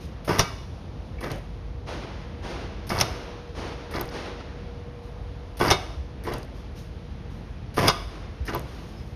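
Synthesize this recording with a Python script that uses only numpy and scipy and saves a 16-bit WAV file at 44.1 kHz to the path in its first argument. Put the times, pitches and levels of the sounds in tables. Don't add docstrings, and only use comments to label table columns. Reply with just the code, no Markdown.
import sys
import numpy as np
from scipy import signal
from scipy.fft import rfft, irfft
from scipy.io import wavfile
from scipy.ndimage import uniform_filter1d, map_coordinates

SR = 44100
rng = np.random.default_rng(int(sys.argv[2]) if len(sys.argv) > 2 else 0)


def write(x):
    x = np.atleast_2d(x).T
    wavfile.write(sys.argv[1], SR, np.round(np.clip(x, -1, 1) * 32767).astype(np.int16))


N = 403515
T = np.arange(N) / SR
RING_T = T[:SR // 3]
MAINS_HZ = 50
TUG_HZ = 2 * MAINS_HZ
PULL_LAG_S, THUD_LAG_S, LEVER_JERK_S = 0.0295, 0.001387, 0.0307


# on_s, rattle_db, tick_db, swell_db, wire_slack_s
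PULL_STROKES = [(0.246, -23.5, -46, -3, 0.016), (2.8677, -32, -39.5, 8.5, 0.0045),
                (5.569, -23.5, -36.5, 3, 0.0115), (7.741, -21.5, -37.5, 3, 0.0087)]
# freq_hz, gain_db
RATTLE_SPECTRUM = [(45, -6.5), (90, -3), (190, 0), (240, -5), (400, -4.5), (1150, -7), (1500, -12.5),
                   (2200, -13.5), (2700, -18.5), (4000, -25.5), (5200, -20), (7000, -33.5), (13500, -36)]
# freq_hz, gain_db
TICK_SPECTRUM = [(400, -9.5), (2000, 3), (5500, 0.5), (7000, -8), (10000, 0.5), (13500, -3.5)]

def pull_in():
    on_s, rattle_db, tick_db, swell_db, slack_s = np.transpose(PULL_STROKES)
    start_s = on_s + PULL_LAG_S
    end_s = np.transpose(CORE_HITS)[0] + 0.0045
    tug_age_s = T % (1 / TUG_HZ)
    tug_index = (T * TUG_HZ).astype(int)
    uneven = amp(0.87 * rng.standard_normal(tug_index[-1] + 1))[tug_index]
    rattle_gain = strokes(start_s, end_s, rattle_db, swell_db, edge_s=0.0023)
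    tug_pulse = 0.61 + 0.51 * np.exp(-tug_age_s / 0.0031)
    rattle = rattle_gain * uneven * tug_pulse * amp(0.7 * drift(600)) * noise()
    jolt_s, jolt_db = bounces(start_s + slack_s, levels_db=-23, gap_s=0.014, loss_db=2.5, count=2)
    jolts = bursts(jolt_s, jolt_db, rise_s=0.0009, t60_s=0.058)
    tick_gain = strokes(start_s - 0.008, end_s, tick_db, swell_db=0, edge_s=0.0069)
    ticks = tick_gain * uneven * (0.07 + 2.3 * np.exp(-tug_age_s / 0.001)) * noise()
    break_free = bursts(start_s - 0.006, tick_db - 0.5, rise_s=0.00082, t60_s=0.11)
    hum_gain = strokes(start_s, end_s, rattle_db - 8.5, swell_db, edge_s=0.0076)
    hum = hum_gain * np.sqrt(2) * np.sin(2 * np.pi * TUG_HZ * T)
    return colour(rattle + jolts, RATTLE_SPECTRUM) + colour(ticks + break_free, TICK_SPECTRUM) + hum


# pitch_hz, gain_db, t60_s
LEVER_MODES = [(350.7, -6.5, 0.11), (430.5, -8, 0.1), (697, -6.5, 0.092), (778, -9, 0.066),
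               (879, -7, 0.089), (1001, 1, 0.061), (1105, -6.5, 0.09), (1204, -2.5, 0.063),
               (1505, -7, 0.098), (2080, -11.5, 0.1), (2250, -11, 0.06), (2580, -16.5, 0.1),
               (2830, -13.5, 0.09), (3350, -11, 0.05), (4600, -18, 0.071), (5130, -9.5, 0.045),
               (5300, -15, 0.05)]

def lever_chatter():
    on_s, rattle_db, _, swell_db, slack_s = np.transpose(PULL_STROKES)
    start_s = on_s + PULL_LAG_S
    slam_s = np.transpose(CORE_HITS)[0]
    tug_s, tug_db = np.transpose([
        (t, db - 15 + swell * (t - start) / (end - start))
        for start, end, db, swell in zip(start_s, slam_s, rattle_db, swell_db)
        for t in np.arange(np.ceil(start * TUG_HZ), end * TUG_HZ) / TUG_HZ])
    chatter = strike(LEVER_MODES, tug_s, tug_db, tilt_db_oct=-1.3, scatter_db=3)
    backlash_s = tug_s + 0.004 * rng.uniform(0.5, 1.5, len(tug_s))
    backlash = strike(LEVER_MODES, backlash_s, tug_db - 6.5, tilt_db_oct=1, scatter_db=5)
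    jolt = strike(LEVER_MODES, start_s + slack_s, rattle_db - 7.5, tilt_db_oct=-5, scatter_db=6)
    return chatter + backlash + jolt


# start_s, crack_db, clink_db, thud_db, touch_rel_db, touch_lead_s,
# frame_db, frame_tilt_db_oct, low_clink_hz, high_clink_hz, low_clink_t60_s
CORE_HITS = [(0.393, -14, -9.5, -16, -12, 0.0086, -28.5, 1.5, 5740, 5780, 0.017),
             (3.0104, -14.5, -8.5, -23, -6.5, 0.01, -30.5, 2, 5380, 6070, 0.023),
             (5.7101, -18.5, -5.5, -18, 1, 0.0069, -17, -0.5, 5420, 5940, 0.013),
             (7.8804, -12.5, -13.5, -17.5, -15, 0.0065, -25, 0, 4920, 6370, 0.048)]
# freq_hz, gain_db
CRACK_SPECTRUM = [(300, -2), (1000, -11), (2000, -1.5), (3000, -2.5), (4500, -7), (5800, -2), (6700, -14.5),
                  (9500, -10), (13500, -13)]
# freq_hz, gain_db
BED_SPECTRUM = [(60, 0), (130, 3), (175, 1), (230, -14.5), (400, -7.5), (950, -3.5), (1350, -7.5),
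                (1800, -15), (5300, -12.5), (7000, -22), (13500, -36.5)]

def slam():
    _, crack_db, _, thud_db, *_ = np.transpose(CORE_HITS)
    crack = bursts(*seating(crack_db), rise_s=0.00087, t60_s=0.022)
    contact_s, contact_db = seating(thud_db)
    thud = bursts(contact_s + THUD_LAG_S, contact_db, rise_s=0.0025, t60_s=0.11)
    return colour(crack, CRACK_SPECTRUM) + colour(thud, BED_SPECTRUM)


def seating(levels_db):
    slam_s, _, _, _, touch_rel_db, lead_s, *_ = np.transpose(CORE_HITS)
    blow_s, blow_db = bounces(slam_s, levels_db, gap_s=0.0074, loss_db=19, count=2)
    return np.append(slam_s - lead_s, blow_s), np.append(levels_db + touch_rel_db, blow_db)


def core_clink():
    out = np.zeros(N)
    for slam_s, _, clink_db, _, touch_rel_db, lead_s, _, _, low_hz, high_hz, t60_s in CORE_HITS:
        low = ring(low_hz, rise_s=0.00055, t60_s=t60_s)
        high = ring(high_hz, rise_s=0.00067, t60_s=0.012)
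        clink = amp(clink_db) * (low + high)
        out += place([slam_s - lead_s, slam_s], [amp(touch_rel_db - 11) * clink, clink])
    return out


# pitch_hz, gain_db, t60_s
FRAME_MODES = [(387.5, -0.5, 0.13), (682, 1, 0.1013), (900, -15.5, 0.11), (972, -12, 0.13),
               (1047, -2, 0.081), (1227, -6, 0.18), (1370, -8, 0.14), (1487, -13.5, 0.12),
               (2120, -11, 0.13), (2252, -12, 0.17), (2760, -13, 0.16), (2912, -6, 0.11), (3280, -13, 0.1),
               (3480, -8.5, 0.11), (3690, -7, 0.16), (4050, -9.5, 0.13), (4300, -12, 0.09),
               (4540, -9.5, 0.1), (4785, -12.5, 0.11), (5130, -10, 0.11), (5030, -11, 0.12),
               (5150, -9, 0.12), (5500, -12.5, 0.08), (5900, -14, 0.09)]

def frame_ring():
    slam_s, _, _, _, _, _, frame_db, tilt_db_oct, *_ = np.transpose(CORE_HITS)
    return strike(FRAME_MODES, slam_s + THUD_LAG_S, frame_db, tilt_db_oct, scatter_db=2.9)


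def frame_shiver(contacts_per_s=55, length_s=0.25, fade_db_per_s=51.5):
    slam_s = np.transpose(CORE_HITS)[0]
    steps = np.arange(1, length_s * contacts_per_s)[:, None]
    age_s = (steps + rng.uniform(0, 1, (len(steps), len(slam_s)))) / contacts_per_s
    contact_db = np.ravel(-43 - fade_db_per_s * age_s)
    return strike(FRAME_MODES, np.ravel(slam_s + age_s), contact_db, tilt_db_oct=-0.7, scatter_db=3.5)


# off_s, stop_s, slide_db, lever_db, tick_db, ping_db
RETURN_STROKES = [(1.2066, 1.315, -34, -33.5, -35.5, -38), (3.91, 4.0103, -30, -35, -33, -17),
                  (6.2365, 6.336, -33.5, -32.5, -35, -36), (8.4525, 8.548, -34, -31.5, -37, -20)]
# start_s, level_db
STOP_BOUNCES = [(1.3595, -45), (1.382, -49), (4.055, -44), (4.0775, -48), (4.096, -49), (6.3825, -39),
                (6.4295, -44), (6.4475, -51), (8.577, -48), (8.5938, -35), (8.6165, -49)]
# freq_hz, gain_db
SLIDE_SPECTRUM = [(100, 2), (350, 11.5), (1000, -3.5), (2000, 1), (3000, -13.5), (5500, -16.5), (7000, -27),
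                  (13500, -29)]
# freq_hz, gain_db
KNOCK_SPECTRUM = [(70, -1.5), (150, 8), (210, -3), (380, 0), (700, -4.5), (1300, -13.5), (2500, -17),
                  (5500, -26.5), (13000, -42)]

def release():
    off_s, stop_s, slide_db, lever_db, tick_db, _ = np.transpose(RETURN_STROKES)
    land_s = stop_s - 0.0159
    slide_gain = strokes(off_s + 0.0064, land_s, slide_db, swell_db=-4, edge_s=0.025)
    slide = slide_gain * amp(2.8 * drift(220)) * noise()
    stop_db = np.full(len(stop_s), -31)
    knock = bursts(np.append(land_s, stop_s), np.append(lever_db, stop_db), rise_s=0.0009, t60_s=0.37)
    tick = bursts(stop_s, tick_db, rise_s=0.00044, t60_s=0.014)
    settle = bursts(*np.transpose(STOP_BOUNCES), rise_s=0.0004, t60_s=0.012)
    clack_s = np.append(off_s + LEVER_JERK_S, land_s)
    clack = bursts(clack_s, np.tile(lever_db, 2), rise_s=0.0016, t60_s=0.093)
    return (colour(slide, SLIDE_SPECTRUM) + colour(knock, KNOCK_SPECTRUM) + colour(tick, TICK_SPECTRUM)
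            + band(clack, 800, 3900) + band(settle, 6000, 15000))


def pin_ping():
    _, stop_s, *_, ping_db = np.transpose(RETURN_STROKES)
    return place(stop_s, np.outer(amp(ping_db), ring(12700, rise_s=0.0007, t60_s=0.011)))


# start_s, level_db, tilt_db_oct
PIVOT_KNOCKS = [(0.293, -26.5, 0), (0.3065, -25.5, -1.5), (1.2105, -38.5, -1.5), (1.238, -43, -3),
                (1.2625, -42, -4), (1.307, -37, 1), (2.902, -32, 1), (2.917, -33.5, -5.5), (3.939, -34, 2),
                (3.964, -36, 5), (3.9985, -43, -7), (4.011, -36, 0), (5.611, -22.5, -1.5),
                (5.716, -18.5, -2), (6.267, -37, -1), (6.275, -36, -5), (6.286, -40, 5), (6.311, -42, -8),
                (6.3401, -43, -5), (7.8725, -23.5, 1), (7.886, -17.5, -1), (7.897, -22.5, 1),
                (8.485, -36, -2), (8.499, -33, -0.5), (8.547, -30.5, -2), (8.559, -38, -5)]

def lever_knocks(catches_per_s=90):
    off_s, stop_s, slide_db, *_ = np.transpose(RETURN_STROKES)
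    catch_s, catch_db = np.transpose([
        (t, db - 18) for start, end, db in zip(off_s + LEVER_JERK_S, stop_s, slide_db)
        for t in np.arange(start, end, 1 / catches_per_s)])
    catch_s += rng.uniform(0, 1, len(catch_s)) / catches_per_s
    knocks = strike(LEVER_MODES, *np.transpose(PIVOT_KNOCKS), scatter_db=3)
    return knocks + strike(LEVER_MODES, catch_s, catch_db, tilt_db_oct=-3.5, scatter_db=5)


# start_s, pitch_hz, level_db, t60_s, grit_share
LINK_HITS = [(0.3985, 5500, -19, 0.028, 1), (1.183, 2280, -40, 0.086, 0.5), (1.237, 5270, -36.5, 0.04, .9),
             (1.316, 5300, -33, 0.02, .9), (2.893, 5200, -30.5, 0.076, 0.8), (2.987, 5160, -23, 0.053, .9),
             (3.018, 5400, -22, 0.023, 1), (3.958, 4970, -32, 0.045, .95), (3.9935, 5020, -29, 0.022, 0.4),
             (4.0115, 4500, -32, 0.018, .9), (4.089, 5100, -35.5, 0.021, 0.6),
             (5.681, 4680, -21, 0.044, .35), (6.339, 4900, -31, 0.019, .85), (6.429, 5000, -35, 0.016, .8),
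             (7.873, 4900, -25, 0.03, .9), (7.887, 5020, -15, 0.04, .6), (7.897, 5100, -20, 0.05, .6),
             (8.4655, 5500, -39, 0.025, .9), (8.475, 5200, -35, 0.04, 1),
             (8.4808, 1880, -22.5, 0.044, 0.97), (8.495, 5730, -34.5, 0.03, 0.93),
             (8.5335, 5200, -41, 0.02, .9), (8.541, 4300, -32, 0.022, .85)]

def link_clinks():
    sounds = []
    for _, pitch_hz, level_db, t60_s, grit_share in LINK_HITS:
        grit = unit(band(rng.standard_normal(len(RING_T)), pitch_hz / 1.3, pitch_hz * 1.13))
        snap = envelope(rise_s=0.0004, t60_s=t60_s) * grit
        note = ring(pitch_hz, rise_s=0.0007, t60_s=t60_s)
        sounds.append(amp(level_db) * (np.sqrt(1 - grit_share) * note + np.sqrt(grit_share / 2) * snap))
    return place(np.transpose(LINK_HITS)[0], sounds)


# start_s, pitch_hz, level_db
CHIME_NOTES = [(0.436, 1230, -24), (0.435, 2290, -26.5), (0.435, 1370, -33), (5.756, 1180, -34),
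               (7.924, 1220, -22), (8.96, 5360, -47), (8.965, 5080, -44)]

def chimes():
    notes = [amp(db) * ring(hz, rise_s=0.03, t60_s=0.19) for _, hz, db in CHIME_NOTES]
    return place(np.transpose(CHIME_NOTES)[0], notes)


def relay():
    on_s, off_s = np.transpose(PULL_STROKES)[0], np.transpose(RETURN_STROKES)[0]
    on_click = bursts(on_s, levels_db=-44, rise_s=0.0012, t60_s=0.14)
    off_click = bursts(off_s, levels_db=-43, rise_s=0.0006, t60_s=0.025)
    spring = bursts(off_s, levels_db=-49, rise_s=0.0036, t60_s=0.27)
    return colour(on_click + off_click + spring, TICK_SPECTRUM)


# centre_hz, width_hz, gain_db
NARROW_DIPS = [(1350, 42, 0), (2415, 170, -5.5), (3180, 100, -4.5), (3780, 130, -9), (4190, 140, -5.5)]

def narrow_dips(x):
    for centre_hz, width_hz, gain_db in NARROW_DIPS:
        in_band = signal.lfilter(*signal.iirpeak(centre_hz, centre_hz / width_hz, fs=SR), x)
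        x = x - (1 - amp(gain_db)) * in_band
    return x


def hall_echo(x, air_drift_s=0.00007):
    t = T[:2 * SR]
    early, low, high = rng.standard_normal((3, len(t)))
    response = (amp(-49.5) * band(early, 93, 13000) * amp(-60 * t / 0.47)
                + amp(-46) * band(low, 60, 3300) * amp(-60 * t / 0.73)
                + amp(-52) * band(high, 2000, 11000) * amp(-60 * t / 0.89))
    wet = convolve(x, response * np.clip(t / 0.0039, 0, 1))
    return map_coordinates(wet, [(T + air_drift_s * drift(70)) * SR], mode="nearest")


# start_s, end_s, level_db
FAR_RUNS = [(1.859, 4.4, -37.5), (8.08, 8.9, -47.5)]
# freq_hz, gain_db
FAR_SPECTRUM = [(100, -6), (350, 4.5), (1100, -3.5), (1800, -8), (3000, -11), (5500, -15.5), (7000, -22.5),
                (10000, -29), (13000, -40.5)]

def far_work(period_s=0.5606):
    blow_s, blow_db = np.transpose([
        (t, db) for start, end, db in FAR_RUNS for t in np.arange(start, end, period_s)])
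    swell = bursts(blow_s, blow_db, rise_s=0.2, t60_s=0.49)
    tail = band(bursts(blow_s, blow_db - 2, rise_s=0.077, t60_s=1.9), 80, 5500)
    return colour(swell + tail, FAR_SPECTRUM) * amp(1.1 * drift(40))


# start_s, level_db, t60_s
SCRAPES = [(0.0, -52.5, 0.25), (5.022, -61.5, .25), (6.54, -59, 0.28), (6.751, -52, .3), (7.293, -63, 0.46),
           (8.592, -57.5, 1.8)]

def rustles():
    rub = sum(bursts([start_s], [db], 0.17 * t60_s, t60_s) for start_s, db, t60_s in SCRAPES)
    spectrum = [(500, -20.5), (2500, 0), (5500, 0), (8000, -8.5), (13000, -12)]
    return colour(rub * amp(1.2 * drift(60)), spectrum)


# start_s, relative_db
THUMPS = [(4.649, -40), (5.969, -30.5), (8.405, -28.5)]

def thumps():
    thump = amp(15.5) * ring(67, rise_s=0.014, t60_s=0.14)
    return convolve(impulses(*np.transpose(THUMPS)), thump)


# freq_hz, gain_db
RUMBLE_SPECTRUM = [(15, -41), (25, -18), (60, -0.5), (333, -20), (361, -20.5), (401, -24), (482, -18),
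                   (522, -23.5), (1460, -34.5), (3410, -40), (5630, -47.5), (6960, -55), (7740, -68.5),
                   (9560, -57), (13800, -69.5)]

def factory_rumble(level_db=-37.5):
    edges_hz = np.geomspace(20, 16000, 9)
    air = sum(band(noise(), low_hz, high_hz) * amp(drift(7) + 0.8 * drift(1.8))
              for low_hz, high_hz in zip(edges_hz, edges_hz[1:]))
    return amp(level_db) * unit(band(colour(air, RUMBLE_SPECTRUM), 34, 16000))


def motors(shaft_hz=49.1, whine_hz=479, peak_s=4.08, width_s=3):
    shaft = amp(-40 + 2 * drift(3.2)) * np.sin(2 * np.pi * shaft_hz * T + 0.7 * drift(2.6))
    swell_db = 19 * np.exp(-((T - peak_s) / width_s) ** 2)
    whine = amp(-64 + swell_db + 2 * drift(9)) * np.sin(2 * np.pi * whine_hz * T + 0.77 * drift(14))
    return shaft + whine


def strike(modes, times_s, levels_db, tilt_db_oct, scatter_db):
    rings = np.array([amp(db) * ring(hz, rise_s=0.00078, t60_s=t60_s) for hz, db, t60_s in modes])
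    octaves = np.log2(np.transpose(modes)[0] / 2000)
    polarity, scatter = rng.standard_normal((len(times_s), 2, len(modes))).swapaxes(0, 1)
    mode_db = levels_db[:, None] + np.outer(tilt_db_oct, octaves) + scatter_db * scatter
    return place(times_s, (np.sign(polarity) * amp(mode_db)) @ rings)


def bursts(times_s, levels_db, rise_s, t60_s):
    shape = envelope(rise_s, t60_s, T[:int(1.5 * t60_s * SR)])
    power = convolve(impulses(times_s, levels_db) ** 2, (shape / shape.max()) ** 2)
    return noise() * np.sqrt(np.maximum(power, 0))


def bounces(times_s, levels_db, gap_s, loss_db, count):
    repeat = np.arange(count)[:, None]
    bounce_db = levels_db - repeat * loss_db + np.zeros(len(times_s))
    return np.ravel(times_s + repeat * gap_s), np.ravel(bounce_db)


def strokes(starts_s, ends_s, levels_db, swell_db, edge_s):
    return sum(np.interp(T, [start, min(start + edge_s, end), end, end + edge_s],
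                         [0, amp(db), amp(db + swell), 0])
               for start, end, db, swell in np.broadcast(starts_s, ends_s, levels_db, swell_db))


def ring(pitch_hz, rise_s, t60_s):
    return envelope(rise_s, t60_s) * np.sin(2 * np.pi * pitch_hz * RING_T)


def envelope(rise_s, t60_s, t=RING_T):
    return (1 - np.exp(-t / rise_s)) * amp(-60 * t / t60_s)


def impulses(times_s, levels_db):
    out = np.zeros(N)
    samples = np.round(np.asarray(times_s) * SR).astype(int)
    np.add.at(out, np.clip(samples, 0, N - 1), amp(levels_db))
    return out


def place(times_s, sounds):
    out = np.zeros(N + len(RING_T))
    for start_s, sound in zip(times_s, sounds):
        i = int(np.clip(start_s * SR, 0, N))
        out[i:i + len(sound)] += sound
    return out[:N]


def colour(x, spectrum, size=4096):
    freq_hz, gain_db = np.transpose(spectrum)
    bins_hz = np.maximum(np.fft.rfftfreq(size, 1 / SR), 1)
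    bins_db = np.interp(np.log(bins_hz), np.log(freq_hz), gain_db)
    cepstrum = irfft(np.log(amp(bins_db)))
    cepstrum[1:size // 2] *= 2
    cepstrum[size // 2 + 1:] = 0
    response = irfft(np.exp(rfft(cepstrum)))
    return convolve(x, response / np.linalg.norm(response))


def band(x, low_hz, high_hz):
    return signal.sosfilt(signal.butter(2, [low_hz, high_hz], "band", fs=SR, output="sos"), x)


def convolve(x, response):
    return signal.oaconvolve(x, response)[:N]


def drift(rate_hz):
    hold = int(SR / rate_hz)
    steps = np.repeat(rng.standard_normal(N // hold + 1), hold)
    return 1.2 * uniform_filter1d(steps, hold)[:N]


def noise():
    return rng.standard_normal(N)


def unit(x):
    return x / np.std(x)


def amp(db):
    return np.exp(np.asarray(db) * (np.log(10) / 20))


def scene():
    rig = narrow_dips(pull_in() + slam() + release() + relay())
    steel = lever_chatter() + frame_ring() + frame_shiver() + lever_knocks()
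    steel += core_clink() + link_clinks()
    echo = hall_echo(rig + amp(-4.5) * steel)
    background = far_work() + rustles() + thumps() + factory_rumble() + motors()
    return (rig + steel + pin_ping() + chimes() + echo + background)[None]


def record(dry, notch_hz=(6950, 8400), top_hz=13500):
    notch = signal.butter(3, notch_hz, "bandstop", fs=SR, output="sos")
    lowpass = signal.ellip(8, 0.2, 70, top_hz, fs=SR, output="sos")
    return signal.sosfilt(lowpass, signal.sosfilt(notch, np.tanh(dry)))


dry = scene()
out = record(dry)
write(out)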